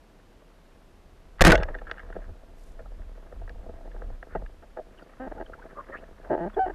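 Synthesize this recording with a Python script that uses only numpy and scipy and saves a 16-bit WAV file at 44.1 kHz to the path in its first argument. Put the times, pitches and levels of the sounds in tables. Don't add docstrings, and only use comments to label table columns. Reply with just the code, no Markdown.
import sys
import numpy as np
from scipy import signal
from scipy.fft import rfft, irfft, next_fast_len
from scipy.io import wavfile
from scipy.ndimage import uniform_filter1d

SR = 44100
rng = np.random.default_rng(int(sys.argv[2]) if len(sys.argv) > 2 else 0)


def bounce(signal):
    frames = np.transpose(np.atleast_2d(signal))
    limited = np.clip(frames, -1, 1)
    pcm = np.round(limited * 32767).astype(np.int16)
    wavfile.write(sys.argv[1], SR, pcm)


N = 297393
TIME = np.arange(N) / SR
TRIGGER_S, RELEASE_S = 1.4084, 1.506


def from_db(db):
    return 10 ** (np.asarray(db) / 20)


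def rms_one(x):
    return x / np.sqrt(np.mean(x ** 2) + 1e-20)


def in_time(rows):
    s, *columns = np.transpose(rows)
    return [np.interp(TIME, s, column) for column in columns]


def add(out, s, sound):
    at = round(s * SR)
    out[at:at + len(sound)] += sound[:max(N - at, 0)]


def cut(x, hz, kind="low", order=2):
    return signal.sosfilt(signal.butter(order, hz, kind, fs=SR, output="sos"), x)


def noise(colour):
    hz, db = np.transpose(colour)
    size = next_fast_len(N)
    bins = np.maximum(np.arange(size // 2 + 1) * SR / size, 1)
    gain = from_db(np.interp(np.log(bins), np.log(hz), db))
    gain = gain / (1 + (bins / (2 * hz[-1])) ** 4) * (bins > hz[0] / 2)
    return rms_one(irfft(rfft(rng.standard_normal(size)) * gain, size)[:N])


def drift(rate_hz, size=N):
    settle = SR // 10
    return rms_one(cut(rng.standard_normal(size + settle), rate_hz)[settle:])


def ring(force, modes):
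    out = 0
    for k, (hz, width_hz, db) in enumerate(modes):
        r, w = np.exp(-np.pi * width_hz / SR), 2 * np.pi * hz / SR
        feed, feedback = [0, 2 * (1 - r) * np.sin(w)], [1, -2 * r * np.cos(w), r * r]
        out = out + (-1) ** k * from_db(db) * signal.lfilter(feed, feedback, force + 1e-18)
    return out


def strikes(rows, modes, chatter_share, low_hz, damping, vary_db=2, detune=0.015):
    out, t = np.zeros(N), TIME[:SR // 8]
    for s, db, bright_hz, chatter_s in rows:
        rebounds = rng.standard_normal(len(t)) ** 3
        force = chatter_share * rms_one(rebounds) * np.exp(-t / chatter_s)
        force[0] += 1
        force = cut(cut(force, bright_hz * 1.46), low_hz + bright_hz * 0.48, "high")
        struck = [(hz * (1 + detune * rng.standard_normal()), width_hz * damping,
                   level_db + vary_db * rng.standard_normal()) for hz, width_hz, level_db in modes]
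        sound = ring(force, struck)
        loudest = np.sqrt(uniform_filter1d(sound ** 2, size=SR // 200).max())
        add(out, s, from_db(db) * sound / loudest)
    return out


def evened(x, length_s):
    power = uniform_filter1d(x ** 2, size=SR // 50)
    held = np.minimum(np.arange(len(x)), int(length_s * SR))
    return x / np.sqrt(np.abs(power[held]) + 1e-20)


def after_shot(db, db_per_s):
    return (TIME > TRIGGER_S) * from_db(db - db_per_s * np.maximum(TIME - RELEASE_S, 0))


# frequency in Hz, relative level in dB.
HISS_SPECTRUM = [(30, 3.5), (200, 9.5), (600, 4), (1500, -6.5), (3000, -10), (5000, -15.5), (8000, -20.5),
                 (13000, -23)]


def hiss(level_db=-59):
    return from_db(level_db) * noise(HISS_SPECTRUM)


# time in seconds, level in dB.
AIMING_SWAY = [(0.0, -57), (0.602, -55.5), (0.676, -56.5), (1.24, -52), (1.38, -47.5)]
LATER_SWAY = [(1.8, -41), (2.01, -51), (2.05, -40.5), (2.31, -37.5), (2.38, -49.5), (3.02, -37),
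              (3.33, -48), (3.37, -35.5), (3.779, -42.5), (4.11, -32.5), (4.28, -52), (4.41, -30),
              (4.54, -49), (4.99, -52), (5.05, -60), (5.32, -41), (5.73, -52.5), (6.74, -42)]
# frequency in Hz, relative level in dB.
SWAY_SPECTRUM = [(15, -11.5), (27, 1.5), (36, 4.5), (50, -15), (78, -10.5), (110, -31), (200, -30),
                 (400, -39.5)]


def rocking(recoil_db=-19.5, recoil_db_per_s=74):
    sway_db, = in_time(AIMING_SWAY + LATER_SWAY)
    rumble = noise(SWAY_SPECTRUM)
    rumble = rumble / np.sqrt(uniform_filter1d(rumble ** 2, size=SR // 12))
    return np.hypot(from_db(sway_db), after_shot(recoil_db, recoil_db_per_s)) * rumble


# time in seconds, glove level in dB, line level in dB, both before a trim.
RUBBING = [(2.25, -53, -66.5), (2.43, -62, -68), (2.92, -56.5, -68), (3.3, -63, -65.5), (3.64, -53.5, -67),
           (3.99, -51, -66), (4.11, -59, -65.5), (4.81, -63.5, -71.5), (5.01, -56, -63), (5.25, -62, -59.5),
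           (5.38, -47.5, -63), (5.56, -54.5, -62), (5.91, -51.5, -55), (6.05, -56.5, -63),
           (6.28, -61.5, -57.5)]
# frequency in Hz, relative level in dB.
LINE_SPECTRUM = [(600, -18.5), (1000, 2.5), (1350, 1), (1700, 1), (2100, -8), (2600, -15.5), (4000, -33.5),
                 (8000, -59.5)]
# frequency in Hz, width in Hz, level in dB; a strike scales the width and varies the rest.
HOUSING_MODES = [(178, 56, -0.5), (277, 80, 0.5), (382, 55, 3.5), (489.3, 47, 6.5), (659.6, 40.4, 7.5),
                 (768, 59, -1.5), (863, 73, -2), (1070, 250, -16), (1260, 170, -7.5), (1620, 37, -5.5),
                 (1830, 53, -9.5), (2940, 180, -30.5), (3450, 300, -43), (4500, 510, -34)]
STEEL_MODES = [(825, 170, 2.5), (1302, 120, 5), (1640, 170, 8), (1893, 190, 3), (2200, 320, -11),
               (2876, 170, -9), (3430, 260, -13.5), (4630, 250, -19), (5520, 220, -23.5),
               (6520, 250, -25.5), (7900, 2100, -37.5)]


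def running_line(db=-61, db_per_s=5, run_s=0.756, stop_s=0.03):
    stopping = np.exp(-np.maximum(TIME - RELEASE_S - run_s, 0) / stop_s)
    return after_shot(db, db_per_s) * stopping


def handling(grip_db=-63.5, grip_hiss_db=-73.5, glove_trim_db=-.5, slack_trim_db=-3,
             lump_db=3, grain_db=4, taps_per_s=28, tap_db=4, ticks_per_s=90):
    fired = TIME > TRIGGER_S
    glove_db, line_db = in_time(RUBBING)
    lumpy_glove_db = glove_db + glove_trim_db + lump_db * drift(11)
    rub = from_db(np.where(fired, lumpy_glove_db, grip_db))
    slack = from_db(np.where(fired, line_db + slack_trim_db, grip_hiss_db))
    wash, running = after_shot(-32, 115), running_line()
    grain = from_db(grain_db * drift(54))
    taps = (rng.random(N) < taps_per_s / SR) * rng.uniform(-1.2, 1, N)
    force = grain * rng.standard_normal(N) + from_db(tap_db) * rms_one(taps) * fired
    body = np.hypot(rub, wash + from_db(6.5) * running)
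    rubbing = body * rms_one(cut(ring(force, HOUSING_MODES), 730, order=1))
    hissing = np.hypot(slack, from_db(-10.5) * wash + running) * grain * noise(LINE_SPECTRUM)
    ticks = (rng.random(N) < ticks_per_s / SR) * rng.standard_normal(N)
    ticking = from_db(3) * running * rms_one(cut(ring(ticks, STEEL_MODES), 2390))
    return rubbing + hissing + ticking


# start in seconds, level in dB, brightness in Hz (filters sit in proportion), chatter in seconds.
METAL_CLINKS = [(1.384, -50, 2000, 0.0034), (1.3935, -36.5, 2180, 0.0024), (1.5555, -24, 5960, 0.00048),
                (1.576, -33, 4200, 0.0066), (1.598, -37.5, 2600, 0.013), (1.6235, -36, 1900, 0.0025),
                (1.632, -30, 4170, 0.002), (1.685, -37.5, 1340, 0.0043), (1.742, -39, 1830, 0.0063),
                (1.7485, -32.5, 1390, 0.0035), (1.785, -46, 3230, 0.0056), (1.866, -41.5, 1690, 0.023),
                (1.895, -41, 1600, 0.0067), (1.940, -51, 1700, 0.0052), (1.9125, -27, 2650, 0.0023),
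                (1.980, -42, 1700, 0.0067), (1.994, -41.5, 1730, 0.0092), (2.061, -60, 1700, 0.0027),
                (2.125, -42.5, 1300, 0.0049), (2.159, -48.5, 1420, 0.0088), (2.792, -52.5, 1500, 0.0058),
                (3.016, -58, 1600, .005), (3.914, -55, 2230, 0.006), (4.019, -53, 1500, 0.0022),
                (4.124, -58.5, 1400, 0.0053), (3.4765, -44, 1400, 0.00071), (3.494, -42.5, 5000, 0.0012),
                (4.2265, -41, 1690, 0.0012), (4.357, -45.5, 3250, 0.0013), (4.372, -55, 2400, .0015),
                (4.461, -47.5, 1896, 0.0026), (4.773, -52, 1400, .002), (4.993, -52, 1500, 0.0055),
                (5.134, -53.5, 1396, 0.0043), (5.381, -51.5, 1200, 0.0017), (5.463, -54, 1400, .005),
                (5.535, -47.5, 1710, .004), (5.696, -53.5, 1800, 0.019), (6.038, -53, 2040, 0.0053)]


def clinks():
    return strikes(METAL_CLINKS, STEEL_MODES, chatter_share=0.68, low_hz=300, damping=.85)


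# start in seconds, level in dB before overload, hold in seconds,
# decay in seconds, brightness in Hz (filters sit in proportion).
BLOWS = [(1.4084, 1, 0.0011, 0.0013, 1703), (1.4108, 3.5, 0.00079, .001, 1708),
         (1.4132, 7.5, 0.0021, 0.0016, 2387), (1.4185, 9, 0.0035, 0.00088, 3186),
         (1.430, -34, 0.0079, 0.0029, 902), (1.4397, -12.5, 0.0021, 0.0066, 1700),
         (1.4472, 0.5, 0.0095, 0.006, 1800), (1.460, 1, 0.0018, 0.0043, 2185),
         (1.4685, 2, 0.0043, .001, 2000), (1.4745, 2, 0.0005, 0.00032, 2000),
         (1.4778, 4.5, 0.0016, 0.0023, 2430), (1.486, -10, 0.015, 0.0046, 798),
         (1.4998, -8.5, 0.0043, .004, 1008), (1.5065, -3.5, 0.0011, 0.0037, 1490),
         (1.5187, -4.5, 0.0032, 0.0023, 2800), (1.526, -16.5, 0.0026, 0.014, 1406),
         (1.544, -22, 0.01, .0035, 700)]
# start in seconds, level in dB before overload, length in seconds, pitch in Hz.
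PRESSURE_SURGES = [(1.407, 0, 0.022, 34.2), (1.4412, 1.5, 0.028, 40.8), (1.466, -4, 0.037, 168.6),
                   (1.482, -5.5, .019, 337), (1.49, -5.5, 0.031, 38.7), (1.557, -21, .045, 42.3),
                   (1.592, -30.5, .022, 170), (2.163, -44.5, 0.03, 180), (3.405, -37.5, .05, 78),
                   (4.352, -36.5, 0.024, 171), (4.378, -31, 0.059, 40)]
# frequency in Hz, relative level in dB.
BLOW_SPECTRUM = [(30, 3.5), (170, -2), (300, -2), (650, 0.5), (1000, -9.5), (1700, 2.5), (2600, -12),
                 (5000, -14), (13000, -22)]


def shot(rise_s=.0004, rough_db=2.5, rough_hz=452):
    out, crash = np.zeros(N), noise(BLOW_SPECTRUM)
    t = TIME[:SR // 8]
    for k, (s, db, hold_s, decay_s, bright_hz) in enumerate(BLOWS):
        grain = crash[k * len(t):(k + 1) * len(t)]
        grain = cut(cut(grain, bright_hz * 0.5, order=1), bright_hz * 0.16, "high", order=1)
        grain = grain * from_db(rough_db * drift(rough_hz, size=len(t)))
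        envelope = (1 - np.exp(-t / rise_s)) * np.exp(-np.maximum(t - hold_s, 0) / decay_s)
        add(out, s, from_db(db) * rms_one(grain) * envelope)
    for s, db, length_s, hz in PRESSURE_SURGES:
        swell = np.tanh(3 * np.sin(np.pi * np.minimum(t / length_s, 1)))
        add(out, s, -from_db(db) * swell * np.sin(2 * np.pi * hz * t))
    return out


# start in seconds, level in dB, brightness in Hz (filters sit in proportion), chatter in seconds.
STOCK_KNOCKS = [(1.4715, -4, 255, 0.0069), (1.528, -10.5, 766, 0.002), (1.5405, -13.5, 640, .002),
                (1.549, -15.5, 660, 0.0031), (1.577, -27, 750, 0.012), (1.597, -31.5, 455, 0.015),
                (1.6225, -29, 1000, 0.0023), (1.610, -34, 800, 0.0045), (1.652, -39.5, 700, .006),
                (1.684, -34.5, 805, 0.014), (1.750, -37.5, 800, 0.0016), (1.816, -40, 800, 0.0013),
                (1.9125, -38, 1000, 0.0017), (2.088, -52, 700, 0.003), (2.163, -29.5, 380, 0.0026),
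                (2.186, -45, 450, 0.0034), (2.218, -48, 700, 0.005), (2.432, -48.5, 600, 0.0027),
                (2.791, -42.5, 900, 0.0072), (2.803, -44, 644, 0.0051), (2.858, -48.5, 750, 0.0023),
                (2.917, -49.5, 815, .008), (2.995, -48.5, 750, 0.0023), (3.177, -47, 698, 0.0048),
                (3.324, -40.5, 804, 0.005), (3.416, -44, 900, 0.0027), (3.441, -51, 600, .002),
                (3.4765, -47, 900, 0.0012), (3.555, -50, 500, .005), (3.590, -51, 500, .005),
                (3.640, -47.5, 604, 0.0045), (3.662, -41, 500, 0.0082), (3.688, -44, 480, 0.0039),
                (3.760, -56, 550, .005), (3.807, -46.5, 600, 0.003), (3.853, -45, 439, 0.0081),
                (3.945, -43.5, 630, 0.0069), (3.963, -44.5, 805, .002), (4.019, -38.5, 950, 0.0033),
                (4.100, -43.5, 800, 0.001), (4.227, -42, 950, 0.0017), (4.3505, -27, 815, 0.005),
                (4.3525, -32, 327, 0.005), (4.3575, -30.5, 844, 0.0034), (4.3635, -35, 680, 0.0032),
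                (4.396, -54, 800, .002), (4.4205, -40, 820, 0.0008), (4.448, -54, 846, 0.0022),
                (4.625, -48.5, 1095, 0.012), (4.7655, -45, 650, .001), (4.7715, -33, 950, 0.0046),
                (4.7855, -33, 650, 0.0009), (4.7935, -32.5, 750, .001), (4.944, -57, 700, .005)]


def knocks():
    return strikes(STOCK_KNOCKS, HOUSING_MODES, chatter_share=0.079, low_hz=60, damping=1.25)


# start in seconds, level in dB, brightness in Hz (filters sit in proportion), chatter in seconds.
MUZZLE_SLAPS = [(1.5195, -10.5, 895, 0.0042), (1.5475, -29, 2600, .002), (1.5540, -17, 4450, 0.0016)]
# frequency in Hz, width in Hz, level in dB; a slap scales and varies them.
MUZZLE_MODES = [(1498, 36, 10), (2140, 230, 3.5), (2860, 80, -6), (3210, 120, -7)]


def slaps():
    return strikes(MUZZLE_SLAPS, MUZZLE_MODES, chatter_share=0.1, low_hz=300, damping=1.1)


def fizz(start_s=2.54, length_s=0.21, level_db=-72, pops_per_s=2000, low_hz=4000, patchy_db=2):
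    size = int(length_s * SR)
    pops = (rng.random(size) < pops_per_s / SR) * rng.uniform(.3, 1, size)
    swell = np.sqrt(np.sin(np.linspace(0, np.pi, size)).clip(0))
    swell = swell * from_db(patchy_db * drift(30, size=size))
    puffs = swell * cut(pops, 60, order=1) * rng.standard_normal(size)
    out = np.zeros(N)
    add(out, start_s, from_db(level_db) * rms_one(cut(cut(puffs, low_hz, "high"), 9900)))
    return out


# start in seconds, length in seconds, level in
# dB (3 dB above its rms), start pitch in Hz, # end pitch in Hz, width in Hz.
RUBBER_CHIRPS = [(4.282, 0.11, -54, 1400, 1573, 700), (4.795, 0.024, -40.5, 627, 635, 60),
                 (4.975, 0.029, -59, 3060, 2700, 304), (5.024, 0.01, -64, 4650, 4700, 150),
                 (5.019, 0.012, -51.5, 1390, 1440, 180), (5.373, 0.032, -44.5, 870, 805, 150),
                 (5.376, 0.015, -51, 1460, 1390, 149), (5.46, 0.01, -55, 3220, 3000, 251),
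                 (5.531, 0.016, -41, 1390, 1380, 238), (5.582, 0.019, -49.5, 840, 930, 201),
                 (5.611, 0.0286, -49.5, 1385, 1590, 320), (5.748, 0.072, -43.5, 1133, 1254, 260),
                 (5.773, 0.044, -38.5, 1033, 1104, 205), (5.795, 0.022, -50.5, 1370, 1640, 350),
                 (5.763, 0.051, -45, 546, 590, 154), (5.886, 0.076, -47, 482, 635, 160),
                 (5.918, 0.036, -42.5, 1887, 1750, 260), (5.924, 0.05, -42, 1166, 1383, 344),
                 (5.933, 0.047, -41, 1625, 1915, 263), (5.951, 0.05, -56.5, 2220, 2900, 500),
                 (6.224, 0.08, -47.5, 601, 686, 396), (6.538, 0.017, -58, 3520, 3300, 201),
                 (6.697, .016, -48, 1840, 1750, 151)]


def chirps(sing_hz=300):
    out = np.zeros(N)
    for s, length_s, db, start_hz, end_hz, width_hz in RUBBER_CHIRPS:
        u = np.linspace(0, 1, int(length_s * SR))
        phase = 2 * np.pi * np.cumsum(start_hz + (end_hz - start_hz) * u) / SR
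        steady = (sing_hz / width_hz) ** 2
        grains = (steady + drift(width_hz / 2, size=len(u))) * np.sin(phase)
        grains = grains + drift(width_hz / 2, size=len(u)) * np.cos(phase)
        add(out, s, from_db(db) * rms_one(grains * np.sin(np.pi * u)) / np.sqrt(2))
    return out


# start in seconds, length in seconds, level in dB,
# fade in dB (negative swells), first and last slips per second before arch and sag,
# unevenness from 0 to 1 (less at fast rates), brightness in Hz (held within limits).
RUBBER_CREAKS = [(5.197, 0.069, -36, 5, 256, 262, 0.04, 1710),
                 (5.265, 0.014, -36.5, 0, 240, 187, .04, 1580),
                 (5.313, 0.015, -33.5, 9, 170, 95, 0.18, 1620), (5.4, .029, -34, 7, 107, 64, 0.13, 1810),
                 (6.297, 0.0096, -28, -4.5, 253, 192, 0.15, 910),
                 (6.3082, 0.047, -23, 4, 174, 81, 0.07, 1110),
                 (6.361, 0.043, -32, 2.5, 54, 187, 0.08, 1150),
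                 (6.402, 0.052, -29.5, 1.5, 165, 176, .025, 1400),
                 (6.455, 0.025, -31, 2, 182, 213, 0, 1000), (6.564, 0.01776, -24, -1.5, 345, 455, .05, 960),
                 (6.583, 0.014, -30, 5.5, 417, 395, 0.11, 1500),
                 (6.588, .071, -21, 10.5, 754, 760, 0.04, 1250),
                 (6.657, 0.027, -32, 0.5, 394, 320, 0.14, 1690),
                 (6.694, .016, -32.5, 5, 410, 330, 0.07, 1700)]
# frequency in Hz, width in Hz, level in dB.
RUBBER_MODES = [(242, 200, -7.5), (351, 56, 7), (462, 60, 3.5), (515, 116, 2.5), (645, 59, 8),
                (740, 110, 1), (875, 65, 2), (1266, 110, -11.5), (1596, 80, -4), (1870, 132, -9),
                (2940, 200, -20), (4590, 260, -27)]


def creaks(rise_s=0.0031, ring_out_s=0.012, fade_power=3.1, arch=.015, sag_per_db=.005, scuff=.014,
           dull_hz=700, sharp_hz=2600, merge_hz=215, lock_hz=560):
    out = np.zeros(N)
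    for start, length_s, db, fade_db, first_rate, last_rate, uneven, bright_hz in RUBBER_CREAKS:
        t = TIME[:int(length_s * SR) + SR // 20]
        progress = np.minimum(t / length_s, 1)
        spent_db = fade_db * progress ** fade_power
        period = (1 - progress) / first_rate + progress / last_rate
        rate = (1 + arch * np.sin(np.pi * progress)) * (1 - sag_per_db * spent_db) / period
        uneven = uneven / (1 + (rate / lock_hz) ** 6)
        turns = np.cumsum(rate * np.exp(uneven * drift(260, size=len(t)))) / SR
        let_go = np.floor(turns) + np.minimum(turns % 1 * SR / rate, 1)
        slips = np.diff(let_go, prepend=0) * np.exp(2 * uneven * drift(400, size=len(t)))
        scuffing = scuff * np.sqrt(uneven * 10) * rng.standard_normal(len(t))
        force = (slips + scuffing) * (t < length_s)
        force = cut(force, np.clip(bright_hz, dull_hz, sharp_hz))
        rattle = evened(ring(force, RUBBER_MODES), length_s)
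        swing = np.exp(-10 * uneven) / (1 + (merge_hz / rate) ** 4)
        sound = evened(rattle + 2 * swing * np.sin(2 * np.pi * turns), length_s)
        envelope = (1 - np.exp(-t / rise_s)) * np.exp(-np.maximum(t - length_s, 0) / ring_out_s)
        add(out, start, from_db(db - spent_db) * envelope * sound)
    return out


def scene():
    swaying = hiss() + rocking() + handling()
    firing = clinks() + shot() + knocks() + slaps()
    return (swaying + firing + fizz() + chirps() + creaks())[None]


def record(dry, overload_db=-10, leak=0.017, cutoff_hz=13550):
    top = from_db(overload_db)
    flat = dry / (1 + (dry / top) ** 6) ** (1 / 6)
    treble_cut = signal.ellip(10, .1, 80, cutoff_hz, fs=SR, output="sos")
    return signal.sosfilt(treble_cut, flat + leak * (dry - flat))


dry = scene()
out = record(dry)
bounce(out)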